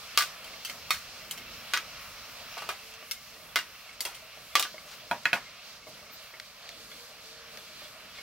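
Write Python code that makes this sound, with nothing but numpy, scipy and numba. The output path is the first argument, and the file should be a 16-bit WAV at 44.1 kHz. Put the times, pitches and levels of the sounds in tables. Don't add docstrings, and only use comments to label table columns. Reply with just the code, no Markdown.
import sys
import numpy as np
from scipy import signal
from scipy.fft import rfft, irfft, next_fast_len
from scipy.io import wavfile
from scipy.ndimage import uniform_filter1d
from numba import njit

SR = 44100
rng = np.random.default_rng(int(sys.argv[2]) if len(sys.argv) > 2 else 0)


def to_wav(s):
    ch = np.atleast_2d(s).T
    pcm = np.round(np.clip(ch, -1, 1) * 32767)
    wavfile.write(sys.argv[1], SR, pcm.astype(np.int16))


N = 362502

TOP_HZ = 15800
LEAD_S = .004
BLOW_SAMPLES = 8192
PORT = np.array([[1], [-1]])


def undb(db):
    return 10 ** (np.asarray(db) / 20)


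def on_log(hz, table):
    f, v = np.transpose(table)
    return np.interp(np.log(hz + 1), np.log(f + 1), v)


def over_time(table):
    s, *columns = np.transpose(table)
    return [np.interp(np.arange(N) / SR, s, c) for c in columns]


def walk(rate):
    hold = int(SR / rate)
    held = np.repeat(rng.standard_normal(N // hold + 1), hold)
    slewed = uniform_filter1d(uniform_filter1d(held, hold), hold)
    return 1.36 * slewed[:N]


def add(out, sound, s):
    i = int(s * SR)
    part = sound[:, :N - i]
    out[:, i:i + part.shape[1]] += part


@njit
def ring(poles, gains, n):
    out = np.zeros((2, n))
    for m in range(len(poles)):
        z = 1 + 0j
        for i in range(n):
            out[0, i] += (gains[0, m] * z).imag
            out[1, i] += (gains[1, m] * z).imag
            z *= poles[m]
            if abs(z.real) + abs(z.imag) < 1e-4:
                break
    return out


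def clear_modes(modes, spot_hz, second_spot_hz, ring_factor, lag):
    hz, db, t60 = np.transpose(modes)
    chance = rng.standard_normal((3, len(hz)))
    spots_hz = np.array([[spot_hz], [second_spot_hz]])
    near = np.exp(-(np.log(hz / spots_hz) / 0.058) ** 2)
    db = db + 9 * near[0] + 6 * near[1] + 2 * chance[0]
    hz = hz * (1 + .0015 * chance[1])
    apart = np.pi * hz * lag / SR + np.clip(hz / 9000, 0, 1.5) * chance[2]
    gains = undb(db) * np.exp(-1j * PORT * apart) * rng.choice([-1, 1], len(hz))
    decay = np.log(1000) / (t60 * ring_factor * SR)
    tones = ring(np.exp(2j * np.pi * hz / SR - decay), gains, BLOW_SAMPLES)
    return tones / np.abs(tones).max()


def dense_wash(t, f, t60):
    mid, side = rfft(rng.standard_normal((2, BLOW_SAMPLES)))
    crowd = mid + np.clip(f / 6500, 0, 1) * side * PORT
    low = 1 / (1 + (f / 4500) ** 2)
    fade = np.log(1000) * t / t60
    return irfft(crowd * low) * np.exp(-fade) + 0.66 * irfft(crowd * (1 - low)) * np.exp(-1.3 * fade)


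def rocking(chatter_db, chatter_s):
    when, size = rng.random((2, 8))
    knocks = np.zeros(BLOW_SAMPLES)
    places = (when * np.clip(chatter_s, .001, .06) * SR).astype(int)
    knocks[places] = undb(chatter_db - 18.7 * when) * (0.65 + size)
    knocks[0] = 1
    return np.roll(knocks, int(LEAD_S * SR))


BAND_EDGES_HZ = (600, 1100, 2500, 6000)


def set_bands(whole, f, band_db):
    lowpasses = [1 / (1 + (f / edge) ** 8) for edge in BAND_EDGES_HZ]
    under = np.array([0 * f] + lowpasses + [1 + 0 * f])
    bands = irfft(whole * np.diff(under, axis=0)[:, None])
    bands /= np.abs(bands).max(axis=(1, 2), keepdims=True)
    return np.tensordot(undb(band_db), bands, axes=1)


WEIGHT_SHARE, BRIGHT_SHARE = (0.72, 1.06), (0.84, 1.09)
SOFTENING = 0.27


def blow(row, modes, colour_db, dense_db, dense_t60, crack_db, chatter_db, chatter_s, lag, low_hz):
    _, body_db, weight_db, bright_db, spot_hz, second_spot_hz, ring_factor = row
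    ring_factor = max(ring_factor, .05)
    t = np.arange(BLOW_SAMPLES) / SR
    f = np.arange(BLOW_SAMPLES // 2 + 1) * SR / BLOW_SAMPLES
    steel = clear_modes(modes, spot_hz, second_spot_hz, ring_factor, lag)
    steel += undb(dense_db) * dense_wash(t, f, dense_t60 * ring_factor)
    crack = rng.standard_normal(BLOW_SAMPLES) * np.exp(-t / 0.00096)
    steel += undb(crack_db - SOFTENING * weight_db) * crack
    knocks = rocking(chatter_db, chatter_s)
    lean_db = np.interp(np.log(f + 1), np.log([500, 4000, 8000]), [-.1, -.7, 1.1])
    whole = rfft(steel) * rfft(knocks) * undb(PORT * lean_db) / (1 + (low_hz / (f + 1)) ** 4)
    whole *= .04 + 1 / (1 + (f / TOP_HZ) ** 60)
    tilt_db = np.append(weight_db * np.array(WEIGHT_SHARE), bright_db * np.array(BRIGHT_SHARE))
    band_db = body_db + np.insert(colour_db + tilt_db, 2, 0)
    tail = np.clip((7000 - np.arange(BLOW_SAMPLES)) / 1500, 0, 1)
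    return set_bands(whole, f, band_db) * tail


def blows(rows, modes, **settings):
    out = np.zeros((2, N))
    for row in rows:
        add(out, blow(row, modes, **settings), row[0] - LEAD_S)
    return out


# start in seconds, peak of the 1.1-2.5 kHz body in dB, weight that
# lifts the lows in dB, brightness that lifts the highs in dB (both before their shares), main and second
# pitch the struck spot favours in Hz, factor that scales the ring time.
SET_DOWNS = [(0.1749, -15.5, 5.5, 9.5, 1180, 3900, 0.72), (0.188, -24.5, -8, 12.5, 1176, 5260, 0.7),
             (0.2071, -17, -17, -3, 1500, 1176, 0.64), (0.2227, -26.5, -8, 8, 1480, 3720, 0.54),
             (0.9062, -17, 4, 3.5, 1300, 2180, 0.73), (0.9436, -29.5, -10, -2.5, 1650, 2190, 1.1),
             (1.7363, -16.5, 0.5, 0.5, 1440, 2500, 0.61), (1.7652, -23, -18, -11, 1400, 2470, 0.83),
             (1.7742, -22.5, -15, 3, 1490, 2520, 0.56), (2.5693, -37.5, 17.5, -6, 690, 2130, 0.48),
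             (2.579, -35.5, 17, 4.5, 1650, 2690, 0.92), (2.6213, -35, 16.5, -1, 1300, 2780, 0.88),
             (2.69, -25, 12.5, 3, 1310, 2430, 0.67), (2.703, -32.5, 11, -9, 1290, 1650, 0.7),
             (3.5587, -15, 1, 3.5, 1410, 2100, 0.6), (3.571, -25.5, -6, 3, 1925, 2820, 0.7),
             (3.588, -21.5, -10, -5, 1480, 2820, 0.6), (4.554, -11, 4, 2.5, 1146, 3320, 0.63),
             (4.5962, -28.5, 14.5, 16.5, 1180, 3700, 0.46), (4.6259, -29.5, 1, 16, 1170, 3580, 0.6),
             (4.6516, -27, 2, -15, 1480, 2970, 0.69)]
# frequency in Hz, level in dB, t60 in seconds before the ring factor.
TRAY_MODES = [(430, -14, .05), (690, -6, .12), (940, -6, .12), (1060, -6, .13), (1176, 1, .17),
              (1290, -5, .14), (1483, -1, .15), (1650, -4, .13), (1925, -5, .12), (2060, -4, .14),
              (2190, -6, .13), (2430, -5, .13), (2510, -5, .13), (2820, -4, .15), (3120, -6, .13),
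              (3340, -6, .13), (3720, -5, .13), (4110, -7, .12), (4370, -7, .12), (4700, -8, .12),
              (5260, -5, .13), (5500, -8, .12), (6676, -7, .14), (7230, -10, .11), (8300, -8, .11),
              (9500, -9, .12), (10600, -10, .1), (11300, -7, .12), (12700, -13, .1), (14800, -13, .1)]


def set_downs():
    return blows(SET_DOWNS, TRAY_MODES, colour_db=(-23.5, -16.5, 0, -5.5), dense_db=-11, dense_t60=0.37,
                 crack_db=3.5, chatter_db=-10.5, chatter_s=.022, lag=0.55, low_hz=297)


# start in seconds, body peak in dB, weight in dB, brightness in dB,
# main and second favoured pitch in Hz, factor that scales the ring time.
DRAG_KNOCKS = [(5.1123, -18, 12, 6, 920, 4070, 0.74), (5.2548, -9, -11.5, -0.5, 1556, 2640, 0.95),
               (5.3307, -11, 2.5, 4.5, 2520, 1510, 0.92)]
# frequency in Hz, level in dB, t60 in seconds before the ring factor.
LOADED_TRAY_MODES = [(241.6, -24, 0.47), (566, -12.5, 0.2), (693, -1.5, 0.11), (949, -9, 0.19),
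                     (1270, -6, 0.083), (1464, 0.5, 0.068), (1666, -2, 0.083), (1894, -2, 0.054),
                     (2120, -7, 0.11), (2486, -1.5, 0.064), (2573, -1, 0.08), (2885, -3, 0.051),
                     (3293, 8, 0.054), (4090, 8.5, 0.022), (6000, -16, 0.06), (7000, -23, .1)]


def drag_knocks():
    return blows(DRAG_KNOCKS, LOADED_TRAY_MODES, colour_db=(-22.5, -15.5, -10, -22), dense_db=-12,
                 dense_t60=0.25, crack_db=-1.0, chatter_db=-12.0, chatter_s=0.017, lag=0.37, low_hz=89)


# start in seconds, body peak in dB, weight in dB, brightness in dB,
# main and second favoured pitch in Hz, factor that scales the ring time.
LIFTS = [(0.4437, -52.5, 13, 5, 3110, 15000, 0.55), (0.649, -37.5, 1, 3.5, 2700, 12700, 0.48),
         (0.6975, -32.5, 2, -6, 2980, 8030, 0.4), (1.3108, -37, -5, 4.5, 3400, 12700, 0.38),
         (1.376, -42, 10, -3, 3080, 8540, 0.56), (2.939, -53, 1, 5, 14800, 12700, 0.35),
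         (3.1118, -33.5, -4, 5, 5500, 2120, 0.38), (3.931, -54, 6, -2, 7980, 9450, 0.63),
         (4.0062, -34, 6, 4.5, 4560, 2120, 0.4), (4.052, -31, 13, 0.5, 4260, 7850, 0.55),
         (4.147, -47, 6, 1, 3300, 8250, 0.83)]
# frequency in Hz, level in dB, t60 in seconds before the ring factor.
PLATE_MODES = [(684, -8, .12), (2120, -2, .09), (2700, -4, .11), (3090, -3, .12), (3290, -5, .12),
               (4510, -1, .11), (5500, -2, .12), (6140, -6, .16), (6840, -7, .1), (8150, -4, .11),
               (9450, -2, .13), (10570, -6, .1), (11700, -8, .08), (12650, -3, .11), (13580, -8, .1),
               (14930, -7, .07)]


def lifts():
    return blows(LIFTS, PLATE_MODES, colour_db=(-23.5, -19, 9.5, 8), dense_db=-12, dense_t60=0.48,
                 crack_db=-2.5, chatter_db=-8.0, chatter_s=.015, lag=0.64, low_hz=210)


# start in seconds, body peak in dB, weight in dB, brightness in dB,
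# main and second favoured pitch in Hz, factor that scales the ring time.
TICKS = [(0.5377, -37, 0, -10, 1170, 2200, 0.3), (3.0267, -40, 11, -12, 1190, 630, 0.28),
         (3.8916, -39, -6, 3, 2200, 4400, 0.3), (4.373, -46, 13.5, 2, 622, 2190, 0.37),
         (4.7434, -43, 17.5, 4, 630, 2210, 0.41), (4.78, -35, -4, 0, 1190, 2250, 0.24),
         (5.8694, -44.5, 16, 1, 490, 2200, 0.77), (6.0975, -42.5, 4.5, 0, 633, 2200, 0.52),
         (6.339, -36, 2.5, -11, 644, 2200, 0.88), (6.3994, -31, -17, 17, 1960, 3380, 0.08),
         (6.691, -36, -19, 24, 1960, 2200, 0.21), (6.9152, -40, -4, 14, 1130, 3440, 0.73),
         (7.5733, -35.5, -7, 19.5, 1950, 3380, 0.22), (7.8194, -47, 17, 2, 630, 3280, 0.42),
         (8.1853, -39, 1, 8, 2180, 3380, 0.89)]
# frequency in Hz, level in dB, t60 in seconds before
POT_MODES = [(489, -17.5, 0.32), (621, -3, 0.2), (1150, -10.5, 0.34), (1980, -5.5, 0.094),
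             (2180, 0.5, 0.13), (3390, -2, 0.12), (4380, 3, 0.051)]


def ticks():
    return blows(TICKS, POT_MODES, colour_db=(-14.5, -16.5, -10, -28.5), dense_db=-9, dense_t60=0.36,
                 crack_db=1.5, chatter_db=-9.5, chatter_s=0.0038, lag=2.2, low_hz=220)


def simmer(rate, db, spread_db):
    t = np.arange(2000) / SR
    rise = 1 - np.exp(-t / 0.0054)
    out = np.zeros((2, N))
    for when, pick, size, bend in rng.random((int(rate * N / SR), 4)):
        hz, mode_db, t60 = POT_MODES[int(pick * len(POT_MODES))]
        tone = np.sin(2 * np.pi * hz * (.97 + 0.0565 * bend) * t)
        fade = np.exp(-np.log(1000) * t / (0.58 * t60))
        ping = tone * fade * rise
        level = undb(db + mode_db - spread_db * np.log(size + 0.021))
        add(out, level * np.array([.9 * ping, ping]), when * N / SR)
    return out


# frequency in Hz, likeness before a small offset and a clip to 0.05-1.
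PORT_LIKENESS = [(60, 0.85), (130, 0.91), (290, 0.81), (640, 0.87), (1410, 0.85), (3100, 0.73),
                 (6820, -0.15), (15000, -0.12)]


def hiss(colour, peaks, lag, flicker_db):
    n = next_fast_len(N, True)
    f = np.arange(n // 2 + 1) * SR / n
    peaks_db = sum(g / (1 + (2 * (f - hz) / w) ** 2) for hz, w, g in peaks)
    db = on_log(f, colour) + peaks_db
    alike = np.clip(on_log(f, PORT_LIKENESS) + 0.075, .05, 1)
    both, left, right = rfft(rng.standard_normal((3, n)))
    late = np.exp(-2j * np.pi * f * lag / SR)
    shared = np.sqrt(alike) * both * np.array([late, late ** 0])
    pair = shared + np.sqrt(1 - alike) * np.array([left, right])
    pair *= undb(db) * (f < TOP_HZ) / (1 + (34 / (f + 1)) ** 4)
    octave = np.clip(np.log2(f / 350 + 1e-9), 0, 5)
    out = np.zeros((2, N))
    for k in range(6):
        band = irfft(pair * np.clip(1 - abs(octave - k), 0, 1), n)[:, :N]
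        out += band * undb(flicker_db * walk(14))
    return out / out.std()


# time in seconds, level in dB before a 1.02 dB trim, share of the near colour 0-1.
HISS_CURVE = [(0.0, -45.5, 0.46), (2.61, -46, 0.74), (2.77, -47.5, 0.54), (3.32, -50, 0.6),
              (5.3, -49.5, 0.41), (7.16, -49.5, 0.26), (8.22, -48, 0.37)]
# frequency in Hz, relative level in dB per Hz.
NEAR_COLOUR = [(15, -38), (25, 0.5), (241, -8.5), (391, -47), (424, -42), (512, -7), (688, -3.5),
               (831, -10), (1180, -6.5), (1630, -8), (2650, -0.5), (3660, -5), (4300, 16), (8220, -37),
               (15700, -13.5)]
FAR_COLOUR = [(15, -40), (25, 3), (75, -12), (199, -4), (380, -11), (447, -7), (652, -6), (746, -7.5),
              (854, -11.5), (1680, -5.5), (2140, -10), (3030, -5.5), (4080, -2.5), (7180, -12),
              (15700, -20.5)]
# frequency in Hz, width in Hz, boost in dB.
NEAR_PEAKS = [(613, 63, -2), (1274, 480, 6.5), (2710, 110, 3.5), (4446, 1120, -25.5), (8780, 4550, 15.5),
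              (12000, 860, 7)]
FAR_PEAKS = [(449, 17, 7.7), (578, 63, 4.3), (1240, 250, 1.6), (2300, 150, 7.6), (4560, 190, 4.7),
             (11900, 890, 6.4)]


def stove():
    level_db, near = over_time(HISS_CURVE)
    near = np.clip(near, 0, 1)
    facing = hiss(NEAR_COLOUR, NEAR_PEAKS, lag=0.96, flicker_db=2.0) * undb([[-.3], [.3]])
    away = hiss(FAR_COLOUR, FAR_PEAKS, lag=2.86, flicker_db=2.5) * undb([[-.8], [.8]])
    blend = np.sqrt(near) * facing + np.sqrt(1 - near) * away
    return undb(level_db + 1.02) * blend + simmer(rate=71, db=-51.5, spread_db=4)


# start in seconds, length in seconds,
# centre in Hz, width in Hz, RMS level in dB.
RUBS = [(4.845, 0.14, 3130, 4520, -51), (5.23, .012, 5500, 5000, -56), (5.855, 0.066, 12000, 6070, -62),
        (6.09, 0.095, 14000, 2500, -56), (8.131, 0.085, 3000, 2500, -54.5)]


def rubs():
    out = np.zeros((2, N))
    for s, length, hz, width, db in RUBS:
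        n = int(length * SR)
        grains = rng.standard_normal((2, n)) * undb(2.5 * walk(163)[:n]) * np.hanning(n)
        band_hz = [hz - width / 2, min(hz + width / 2, TOP_HZ)]
        sos = signal.butter(2, band_hz, "band", fs=SR, output="sos")
        rub = signal.sosfilt(sos, grains[0] + 0.41 * grains)
        add(out, undb(db) * rub / rub.std(), s)
    return out


# start in seconds, length in seconds, starting pitch in Hz, peak level in dB.
TONES = [(2.799, 0.3, 433.6, -60.5), (6.98, 0.1, 474, -56), (7.218, 0.33, 443, -60.5)]
TONE_SLIDE_HZ_PER_S, TONE_FADE_S = 96, 0.042


def sliding_tones():
    out, t = np.zeros((2, N)), np.arange(N) / SR
    for s, length, hz, db in TONES:
        edge = np.clip(np.minimum(t - s, s + length - t) / TONE_FADE_S, 0, 1)
        cycles = (hz + TONE_SLIDE_HZ_PER_S * (t - s) / 2) * (t - s)
        out += edge * undb(db) * np.sin(2 * np.pi * cycles)
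    return out


def scene():
    steel = set_downs() + drag_knocks() + lifts() + ticks()
    return steel + stove() + rubs() + sliding_tones()


def record(dry):
    return signal.sosfilt(signal.ellip(10, .2, 80, 16900, fs=SR, output="sos"), dry)


dry = scene()
out = record(dry)
to_wav(out)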